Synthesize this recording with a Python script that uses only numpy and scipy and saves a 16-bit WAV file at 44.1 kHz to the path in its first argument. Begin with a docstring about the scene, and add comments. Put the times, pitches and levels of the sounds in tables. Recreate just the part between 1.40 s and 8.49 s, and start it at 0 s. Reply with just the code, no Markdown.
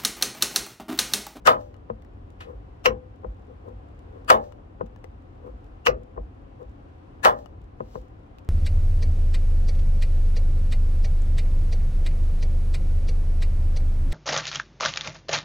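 """Inside a moving car, a hand's width from a loose door trim panel. About every 1.45 s the panel scrapes over
its fasteners, then either clacks against the door or snaps back. In between it knocks dully on its padding,
flexes and rubs. The hollow door sings after each clack, and the cabin booms after knocks, snaps and flexes.
Small trim ticks lie over the low road rumble."""
import sys
import numpy as np
from scipy import signal
from scipy.fft import rfft, irfft, next_fast_len
from scipy.io import wavfile
from scipy.ndimage import uniform_filter1d

SR = 44100
rng = np.random.default_rng(int(sys.argv[2]) if len(sys.argv) > 2 else 0)


def persist_wave(psi):
    """Save psi, clipped to +-1, as 16-bit WAV."""
    counts = np.round(np.clip(psi, -1, 1) * 32767).astype(np.int16)
    wavfile.write(sys.argv[1], SR, np.atleast_2d(counts).T)


N = 312653
SIZE, LEAD = 24576, 8192  # samples in one event, and how many of them precede its contact
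TIME = (np.arange(SIZE) - LEAD) / SR  # seconds since the contact
FREQ = np.fft.rfftfreq(SIZE, 1 / SR)


def gain_of(db):
    """Decibels to amplitude."""
    return 10 ** (np.asarray(db) / 20)


def pan(db):
    """Channel gains that put the left db above the right."""
    return gain_of([[db / 2], [-db / 2]])


def unit(x):
    """Scales each channel to an energy of one."""
    return x / np.sqrt(np.sum(x ** 2, -1, keepdims=True) + 1e-20)


def curve(points, hz, column=1):
    """One column of a table, joined on a log-frequency axis."""
    points = np.array(points, float)
    return np.interp(np.log(hz + 1), np.log(points[:, 0] + 1), points[:, column])


def add(mix, s, sound):
    """Mixes in a sound so that its contact falls at time s."""
    start = round(s * SR) - LEAD
    part = mix[:, max(start, 0):start + SIZE]
    part += sound[:, max(-start, 0):][:, :part.shape[1]]


def peaks(modes, hz):
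    """Resonant EQ: each mode is a boost, whatever the sign of its dB."""
    boosts = ((gain_of(abs(db)) ** 2 - 1) / (1 + (2 * (hz - f) / width) ** 2) for f, width, db in modes)
    return np.sqrt(1 + sum(boosts))


def flatten(burst, bins=48):
    """Spectrum of a burst, evened out across broad bands."""
    spectrum = rfft(burst)
    power = uniform_filter1d(uniform_filter1d(abs(spectrum) ** 2, bins), bins)
    return spectrum / np.sqrt(abs(power) + 1e-12)


def swell(rise_s, fade_s):
    """Envelope that grows exponentially up to the contact and dies after it."""
    return np.exp(np.minimum(TIME / rise_s, -TIME / fade_s))


def hiss_ducking(t, clack_db=-3, snap_db=-2, recover_db_per_s=2.5, smooth_s=.15):
    """Fader ride on the tyre hiss, in dB: down at each clack or snap, then steadily up until the next."""
    dips = [(s, clack_db) for s, *_ in CLACKS] + [(s, snap_db) for s, *_ in SNAPS]
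    dip_s, dip_db = np.transpose(sorted(dips))
    last = np.maximum(np.searchsorted(dip_s, t) - 1, 0)
    level_db = dip_db[last] + recover_db_per_s * np.maximum(t - dip_s[last], 0)
    return uniform_filter1d(level_db, round(smooth_s * SR))


# tone of the road bed: freq_hz, gain_db
ROAD_EQ = [(13, -35.5), (22, 1), (48, 0.5), (97, 0.5), (147, -12.5), (286, -15), (409, -18.5), (496, -22),
           (618, -26), (750, -20.5), (885, -28.5), (1070, -28), (2320, -41.5), (2590, -42), (16000, -73)]
# its stereo width: freq_hz, left_right_correlation
ROAD_WIDTH = [(60, .98), (120, .96), (240, .73), (480, -.1), (950, -.42), (1900, -.33), (3800, 0),
              (15000, 0)]
# its lean to the left: freq_hz, pan_db
ROAD_PAN = [(60, 1.0), (120, 0.5), (240, 2.6), (480, 7.3), (950, 1.0), (1890, 0.5), (3770, 3.5),
            (7520, 2.0), (15000, 1.5)]
# resonances of the cabin: pitch_hz, width_hz, boost_db (sign ignored)
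CABIN_MODES = [(49, 17, 2), (85.8, 6.6, -1.5), (238, 18, -0.5), (288.6, 35, 6.5), (531.2, 36, 4.5),
               (1000, 120, 2.5), (2900, 1100, 2)]

def road(level_db=-44.5, crossover_hz=700):
    """Tyre rumble fills the cabin's resonances; the hiss above it dips and recovers."""
    size = 2 * next_fast_len(N // 2 + 1)
    hz, t = np.fft.rfftfreq(size, 1 / SR), np.arange(N) / SR
    a, b = rfft(rng.standard_normal((2, size)))
    shared, pan_db = curve(ROAD_WIDTH, hz), curve(ROAD_PAN, hz)
    bed = np.array([a, shared * a + np.sqrt(1 - shared ** 2) * b]) * gain_of([pan_db / 2, -pan_db / 2])
    bed *= gain_of(curve(ROAD_EQ, hz)) * peaks(CABIN_MODES, hz) / np.sqrt(1 + shared + 1e-3)
    highs = hz ** 2 / (hz ** 2 + crossover_hz ** 2)
    rumble, hiss = irfft(bed * (1 - highs))[:, :N], irfft(bed * highs)[:, :N]
    bumps_db = np.interp(t, np.linspace(0, t[-1], num=70), rng.normal(0, .8, size=70))
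    out = rumble * gain_of(bumps_db) + hiss * gain_of(hiss_ducking(t))
    return gain_of(level_db) * out / out.mean(0).std()


# resonances of the panel and the door cavity: pitch_hz, width_hz, boost_db
PANEL_MODES = [(223, 13, 8.5), (283, 18, 4), (361, 27, 8), (412, 5, 4), (483, 65, 7.5), (506, 4.2, 8.5),
               (537, 8.1, 4.5), (644, 15, 6), (617, 18, 4.5), (801, 9.4, 8), (945, 16, 4.5),
               (1045, 53, 7.5), (1246, 56, 8.5), (1380, 38, 5), (1790, 300, 4.5), (2555, 57, 7),
               (2917, 240, 6), (5600, 88, 4)]

def panel_body(eq, low_cut_hz=45):
    """The panel's stereo response to one kind of contact: that contact's EQ times the resonances."""
    gain = gain_of([curve(eq, FREQ, column=1), curve(eq, FREQ, column=2)]) * peaks(PANEL_MODES, FREQ)
    gain *= FREQ ** 2 / (FREQ ** 2 + low_cut_hz ** 2)
    cepstrum = irfft(np.log(np.maximum(gain, 1e-5)))
    causal = 1 + np.sign(SIZE / 2 - np.arange(SIZE))  # minimum phase: no ring before the contact
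    causal[0] = 1
    return np.exp(rfft(cepstrum * causal))


# tone of small trim contacts: freq_hz, left_db, right_db
TICK_EQ = [(300, -7.5, -8.5), (706, 14, -3), (1800, 4.5, -9), (3500, -5.5, -4.5), (6600, -9, -10),
           (9700, -17, -20), (15000, -18, -18)]
# the clearest ticks: start_s, level_db, pitch_hz, pan_db
TICKS = [(0.3426, -58, 2880, 3.5), (0.622, -59, 2000, 2), (0.6484, -60, 1950, -2), (3.1228, -57.5, 2900, 9),
         (3.462, -59.5, 1550, -7), (3.5615, -58.5, 1700, 3), (3.6425, -48, 2000, 3),
         (6.0596, -54, 2890, 8.5), (6.985, -52.5, 2600, -10)]
SETTLE_S = .135  # the trim settles this long after a clack

def ticks(gain_db=24, tail_db=-3, ring_db=-9, ring_t60_s=.037):
    """Trim parts touch: a tiny dry crack with a short ring. One more tick follows each clack."""
    out, body = np.zeros((2, N)), panel_body(TICK_EQ)
    crack, tail, ring_decay = swell(.0001, .0006), swell(.0002, .006), swell(.0001, ring_t60_s / np.log(1000))
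    settling = [(s + SETTLE_S, -57, 1800, 0) for s, *_ in CLACKS]
    for s, db, hz, pan_db in TICKS + settling:
        noise = rng.standard_normal((2, SIZE))
        ring = unit(ring_decay * np.sin(2 * np.pi * hz * TIME))
        tick = unit(noise * crack) + gain_of(tail_db) * unit(noise * tail) + gain_of(ring_db) * ring
        add(out, s, gain_of(db + gain_db) * pan(pan_db) * irfft(rfft(tick) * body))
    return out


def creaks(per_s=16, floor_db=-49, spread_db=7, low_cut_hz=3500,
           run_start_s=1.872, run_gap_s=.025, run_db=-40, run_count=9):
    """Tiny random slips of the plastic as the car shakes, and one quick stick-slip run as it settles."""
    slips = gain_of(floor_db + spread_db * np.minimum(rng.exponential(1, N), 3))
    slips *= rng.random(N) < per_s / SR
    run_s = run_start_s + run_gap_s * (np.arange(run_count) + rng.uniform(-.2, .2, run_count))
    slips[(run_s * SR).astype(int)] = gain_of(run_db)
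    grain = unit(rng.standard_normal((2, SIZE)) * swell(.0001, .0024))
    grain = irfft(rfft(grain) * panel_body(TICK_EQ) * FREQ ** 2 / (FREQ ** 2 + low_cut_hz ** 2))
    return signal.oaconvolve(slips[None], grain, axes=1)[:, LEAD:LEAD + N]


def booms(pitch_hz=52, rise_s=.036, fade_s=.03):
    """The cabin's lowest mode swings after each knock, snap and flex; soft knocks push it harder."""
    cues = [(s + .048, db + np.interp(soft, (0, 1), (-45, -21))) for s, db, soft in KNOCKS]
    cues += [(s + .06, db - 30) for s, db, *_ in SNAPS]
    cues += [(s + .066, db - 32.5) for s, db, _ in FLEXES]
    out = np.zeros((2, N))
    envelope = np.exp(-(TIME / np.where(TIME < 0, rise_s, fade_s)) ** 2)
    for peak_s, db in cues:
        tone = np.sin(2 * np.pi * (pitch_hz * TIME + rng.random()))
        add(out, peak_s, gain_of(db) * pan(0) * envelope * tone)
    return out


# stereo image at two microphone ports facing opposite ways: freq_hz, coherence
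STEREO_COHERENCE = [(120, .99), (250, .85), (500, .8), (1000, .93), (2000, .85), (5000, .6), (12000, .4)]
# phase between the ports: freq_hz, left_lead_rad
STEREO_PHASE = [(150, 0), (250, .4), (430, 2.5), (1000, 3), (2000, 4.2), (6000, 4.6), (12000, 4.7)]

def stereo_noise():
    """Spectrum of white noise, partly shared by both sides, with the right lagging."""
    left, other = rfft(rng.standard_normal((2, SIZE)))
    shared = curve(STEREO_COHERENCE, FREQ)
    right = shared * left + np.sqrt(1 - shared ** 2) * other
    return np.array([left, right * np.exp(-1j * curve(STEREO_PHASE, FREQ))])


def friction(cues, eq, gain_db):
    """Sliding contact: a swell of tiny slips that sounds through the panel."""
    out, body = np.zeros((2, N)), panel_body(eq)
    for s, db, rise_s, fade_s in cues:
        slips = flatten(irfft(stereo_noise()) * swell(rise_s, fade_s))
        add(out, s, gain_of(db + gain_db) * irfft(slips * body))
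    return out


# thin, airy tone of the rubbing edge: freq_hz, left_db, right_db
RUB_EQ = [(1500, -38, -36.5), (4000, -22, -28), (6500, -28.5, -26), (9420, -41.5, -39), (15170, -34.5, -37)]

def rubs(rise_s=.037, fade_s=.06):
    """The panel's edge rubs after each clack, during each flex, and once at length near the end."""
    settling = [(s + SETTLE_S, 3.5, rise_s, fade_s) for s, *_ in CLACKS]
    flexing = [(s, db - 12.5, rise_s, fade_s) for s, db, _ in FLEXES]
    long_rub = (6.555, 8.1, .078, .05)
    return friction(settling + flexing + [long_rub], RUB_EQ, gain_db=-5)


# midrange tone of a scuff: freq_hz, left_db, right_db
SCUFF_EQ = [(304, 0.5, -3), (900, 8, 7), (1800, 6, 2), (3560, -1, -2), (5960, -12, -15), (11000, -23, -23),
            (15000, -25, -33)]
# scuff cues: peak_s, level_db, rise_s, fade_s
SCUFFS = [(1.007, -13, 0.0013, 0.013), (1.02, -17.5, 0.011, 0.027)]

def scuffs():
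    """Plastic slides briefly on plastic."""
    return friction(SCUFFS, SCUFF_EQ, gain_db=2.5)


# dark tone of the bending panel: freq_hz, left_db, right_db
FLEX_EQ = [(150.8, 4.5, -1.5), (326.6, 5.5, -2), (500, 19, 6), (625, 1.5, -3), (1090, 2, -2),
           (1500, -14, -19.5), (3500, -40.5, -41)]
# flex cues: peak_s, level_db, rise_and_fade_s (the short row at 3.644 s gives the loud tick at 3.6425 s its low
# body)
FLEXES = [(1.1, -3.5, 0.026), (2.11, -12, 0.031), (2.28, -4, 0.022), (2.766, -8, 0.061),
          (3.644, -12.5, 0.0036), (4.073, -3.5, 0.02), (5.217, -5.5, 0.016)]

def flexes():
    """The panel flexes with a soft groan that swells and fades evenly; one brief row lends the loud tick at
    3.64 s a low body."""
    return friction([(s, db, ramp_s, ramp_s) for s, db, ramp_s in FLEXES], FLEX_EQ, gain_db=-1.5)


# tones of the door cavity: pitch_hz, level_db, t60_s
HOLLOW_MODES = [(447, -8.5, .36), (585, -1.5, 0.43), (720, -10, .28), (821, -11, 0.3)]

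def hollow_door(gain_db=-19, build_s=.021, pan_db=6):
    """Each clack sets the hollow door singing; the tones build up briefly and die away."""
    out, t = np.zeros((2, N)), np.maximum(TIME, 0)
    for s, db, *_ in CLACKS:
        for hz, mode_db, t60 in HOLLOW_MODES:
            phase = 2 * np.pi * (hz * t + rng.random()) - np.array([[0], [curve(STEREO_PHASE, hz)]])
            envelope = gain_of(gain_db + db + mode_db - 60 * t / t60) * (1 - np.exp(-t / build_s))
            add(out, s, pan(pan_db) * envelope * np.sin(phase))
    return out


# ring of the door by band: centre_hz, base_t60_s, build_s, base_tail_over_crack_db
RING_BANDS = [(100, .4, .03, 14), (250, .33, .012, 10), (520, .24, .001, 3), (1100, .18, .0005, -1),
              (2400, .13, .0003, -2), (5000, .12, .0002, -2), (12000, .125, .0002, -1)]

def door_ring(decay_scale, crack_s, tail_db, damping=0, damping_hz=3000):
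    """Dense door modes: a crack, then each band dies at its own speed; the fasteners damp the treble."""
    noise, t, out = stereo_noise(), np.maximum(TIME, 0), 0
    centres = np.log([row[0] for row in RING_BANDS])
    for weights, (hz, t60, build_s, band_db) in zip(np.eye(len(RING_BANDS)), RING_BANDS):
        t60 = t60 * decay_scale / (1 + hz / damping_hz) ** damping
        band = irfft(noise * np.interp(np.log(FREQ + 1), centres, weights))
        attack = 1 - np.exp(-t / build_s)
        crack = unit(attack * np.exp(-t / crack_s))
        tail = unit(attack * gain_of(-60 * t / t60))
        out = out + band * unit(np.hypot(crack, gain_of(band_db + tail_db) * tail))
    return flatten(out)


def impacts(cues, eq, transient_db, gain_db, **ring):
    """The panel strikes and bounces once; a sharp transient leads the ring. Tilt acts above 1 kHz."""
    out, body = np.zeros((2, N)), panel_body(eq)
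    impulse = np.exp(-2j * np.pi * FREQ * LEAD / SR - 1j * np.outer([0, 1], curve(STEREO_PHASE, FREQ)))
    transient = gain_of(transient_db) * impulse * FREQ / (FREQ + 500)
    rebound = door_ring(**ring)
    octaves = np.log2(np.maximum(FREQ / 1000, 1))
    for s, db, tilt_db, bounce_db, delay_s in cues:
        strike = door_ring(**ring) + transient
        bounce = gain_of(bounce_db) * rebound * np.exp(-2j * np.pi * FREQ * delay_s)
        hit = flatten(irfft(strike + bounce))
        add(out, s, irfft(hit * body * gain_of(db + gain_db + tilt_db * octaves)))
    return out


# muffled tone of a knock: freq_hz, left_db, right_db
KNOCK_EQ = [(70, 18, 11), (201, 12, 8.5), (286, 0.5, -2), (472, 19.5, 5.5), (690, 8.5, 6), (1008, 9.5, 1),
            (1425, -5, -1.5), (2120, -17, -24.5), (3460, -26, -32), (6750, -58, -56.5), (15000, -50, -54.5)]
# knock cues: start_s, level_db, softness (0-1)
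KNOCKS = [(0.4995, -1, .1), (1.8451, -5.5, 0.91), (3.4096, 1, 0.25), (4.7749, -4.5, 0.91),
          (6.4048, -2, 0.3), (6.5553, -4, 0.5)]

def knocks(touch_lead_s=.011, bounce_db=-12, bounce_s=.005):
    """The panel touches, then lands on its padding; a softer knock is duller, with a stronger touch."""
    cues = []
    for s, db, soft in KNOCKS:
        tilt_db = np.interp(soft, (0, 1), (-.3, -7))
        touch_db = np.interp(soft, (0, 1), (-30.5, -12))
        cues.append((s - touch_lead_s, db + touch_db, tilt_db, bounce_db, bounce_s))
        cues.append((s, db, tilt_db, bounce_db, bounce_s))
    return impacts(cues, KNOCK_EQ, transient_db=-3, gain_db=2,
                   decay_scale=.27, crack_s=.0025, tail_db=-9.5)


# tone of the drag over a fastener: freq_hz, left_db, right_db
SCRAPE_EQ = [(300, -5.5, -18.5), (700, 2.5, -22.5), (1300, 3, -0.5), (2600, -2.5, -11.5), (3820, -5, -17.5),
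             (6500, -7.5, -16.5), (9600, -16, -28.5), (15100, -19, -18)]
# one scrape per clack or snap: release_s, level_db, rise_s, squeak_hz, click_db
SCRAPES = [(0.0736, 16.5, 0.007, 1500, -7.5), (1.4585, 6, 0.0055, 2783, -11.5),
           (2.903, 19.5, .008, 1300, 9.5), (4.464, 7.5, 0.0035, 2810, -4.5),
           (5.8506, 15.5, 0.0065, 1800, -2.5)]

def scrapes(squeak_db=9, squeak_width_hz=220):
    """Friction grows with the strain, squeaking in one resonance, until the fastener clicks free."""
    out, body = np.zeros((2, N)), panel_body(SCRAPE_EQ)
    click = unit(swell(.00063, .00067))
    for s, db, rise_s, hz, click_db in SCRAPES:
        drag = unit(swell(rise_s, .0011) * (TIME > -3 * rise_s))
        slips = flatten(irfft(stereo_noise()) * (drag + gain_of(click_db) * click))
        squeak = peaks([(hz, squeak_width_hz, squeak_db)], FREQ)
        add(out, s, gain_of(db) * irfft(slips * body * squeak))
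    return out


# crisp tone of a snap: freq_hz, left_db, right_db
SNAP_EQ = [(70, 25, 25.5), (168, 16.5, 16.5), (273, 13.5, 8.5), (410, 23, 9), (514, 37, 27),
           (585, 22.5, 13.5), (1149, 22, 23.5), (2060, 16.5, 20), (2900, 21, 15.5), (3500, 2.5, 7.5),
           (5700, 9.5, 5.5), (10320, -18.5, -20), (13100, -5.5, -4), (15600, -3.5, -11)]
# snap cues: start_s, level_db, tilt_db_per_octave, bounce_db, bounce_delay_s
SNAPS = [(1.4577, -0.47, 0.377, -2, 0.0038), (4.4678, -1.1, 0.04, -7, .003)]

def snaps():
    """The panel springs back: mostly crack, with a quiet, damped tail."""
    return impacts(SNAPS, SNAP_EQ, transient_db=-9, gain_db=1,
                   decay_scale=.95, crack_s=.0037, tail_db=-6.5, damping=.32)


# boxy tone of a clack: freq_hz, left_db, right_db
CLACK_EQ = [(70, 18, 13.5), (160, 14.5, 9.5), (220, 16.5, 9.5), (352, 18, 10), (505, 33, 20), (680, 32, 30),
            (1290, 31, 32), (1460, 26, 25), (2440, 14, 10), (3800, 12.5, 6), (5900, 0.5, 3),
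            (8550, -3, -9.5), (14900, -3.5, -5.5)]
# clack cues: start_s, level_db, tilt_db_per_octave, bounce_db, bounce_delay_s
CLACKS = [(0.076, 0, -0.2, -5.5, 0.0041), (2.9051, 0.5, -0.74, -18.5, 0.011),
          (5.8542, -0.5, -0.2, -14, 0.018)]

def clacks():
    """The panel hits the door: a hard crack with a full ring."""
    return impacts(CLACKS, CLACK_EQ, transient_db=-11, gain_db=1,
                   decay_scale=1, crack_s=.004, tail_db=3.5)


def scene():
    """The mix: road bed, trim detail, the cabin boom and the door's singing, and the panel's movements up
    front."""
    background = road() + ticks() + creaks()
    door = booms() + hollow_door()
    sliding = rubs() + scuffs() + flexes()
    return background + door + sliding + knocks() + scrapes() + snaps() + clacks()


def record(dry, low_cut_hz=36, high_cut_hz=16000):
    """The microphone loses the deepest rumble and rounds off the loudest peaks; then a high cut."""
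    thinned = signal.sosfilt(signal.butter(4, low_cut_hz, "highpass", fs=SR, output="sos"), dry)
    rounded = thinned / (1 + thinned ** 6) ** (1 / 6)
    high_cut = signal.firwin(511, high_cut_hz, window=("kaiser", 9), fs=SR)
    return signal.oaconvolve(rounded, high_cut[None], "same")


dry = scene()
out = record(dry)
persist_wave(out)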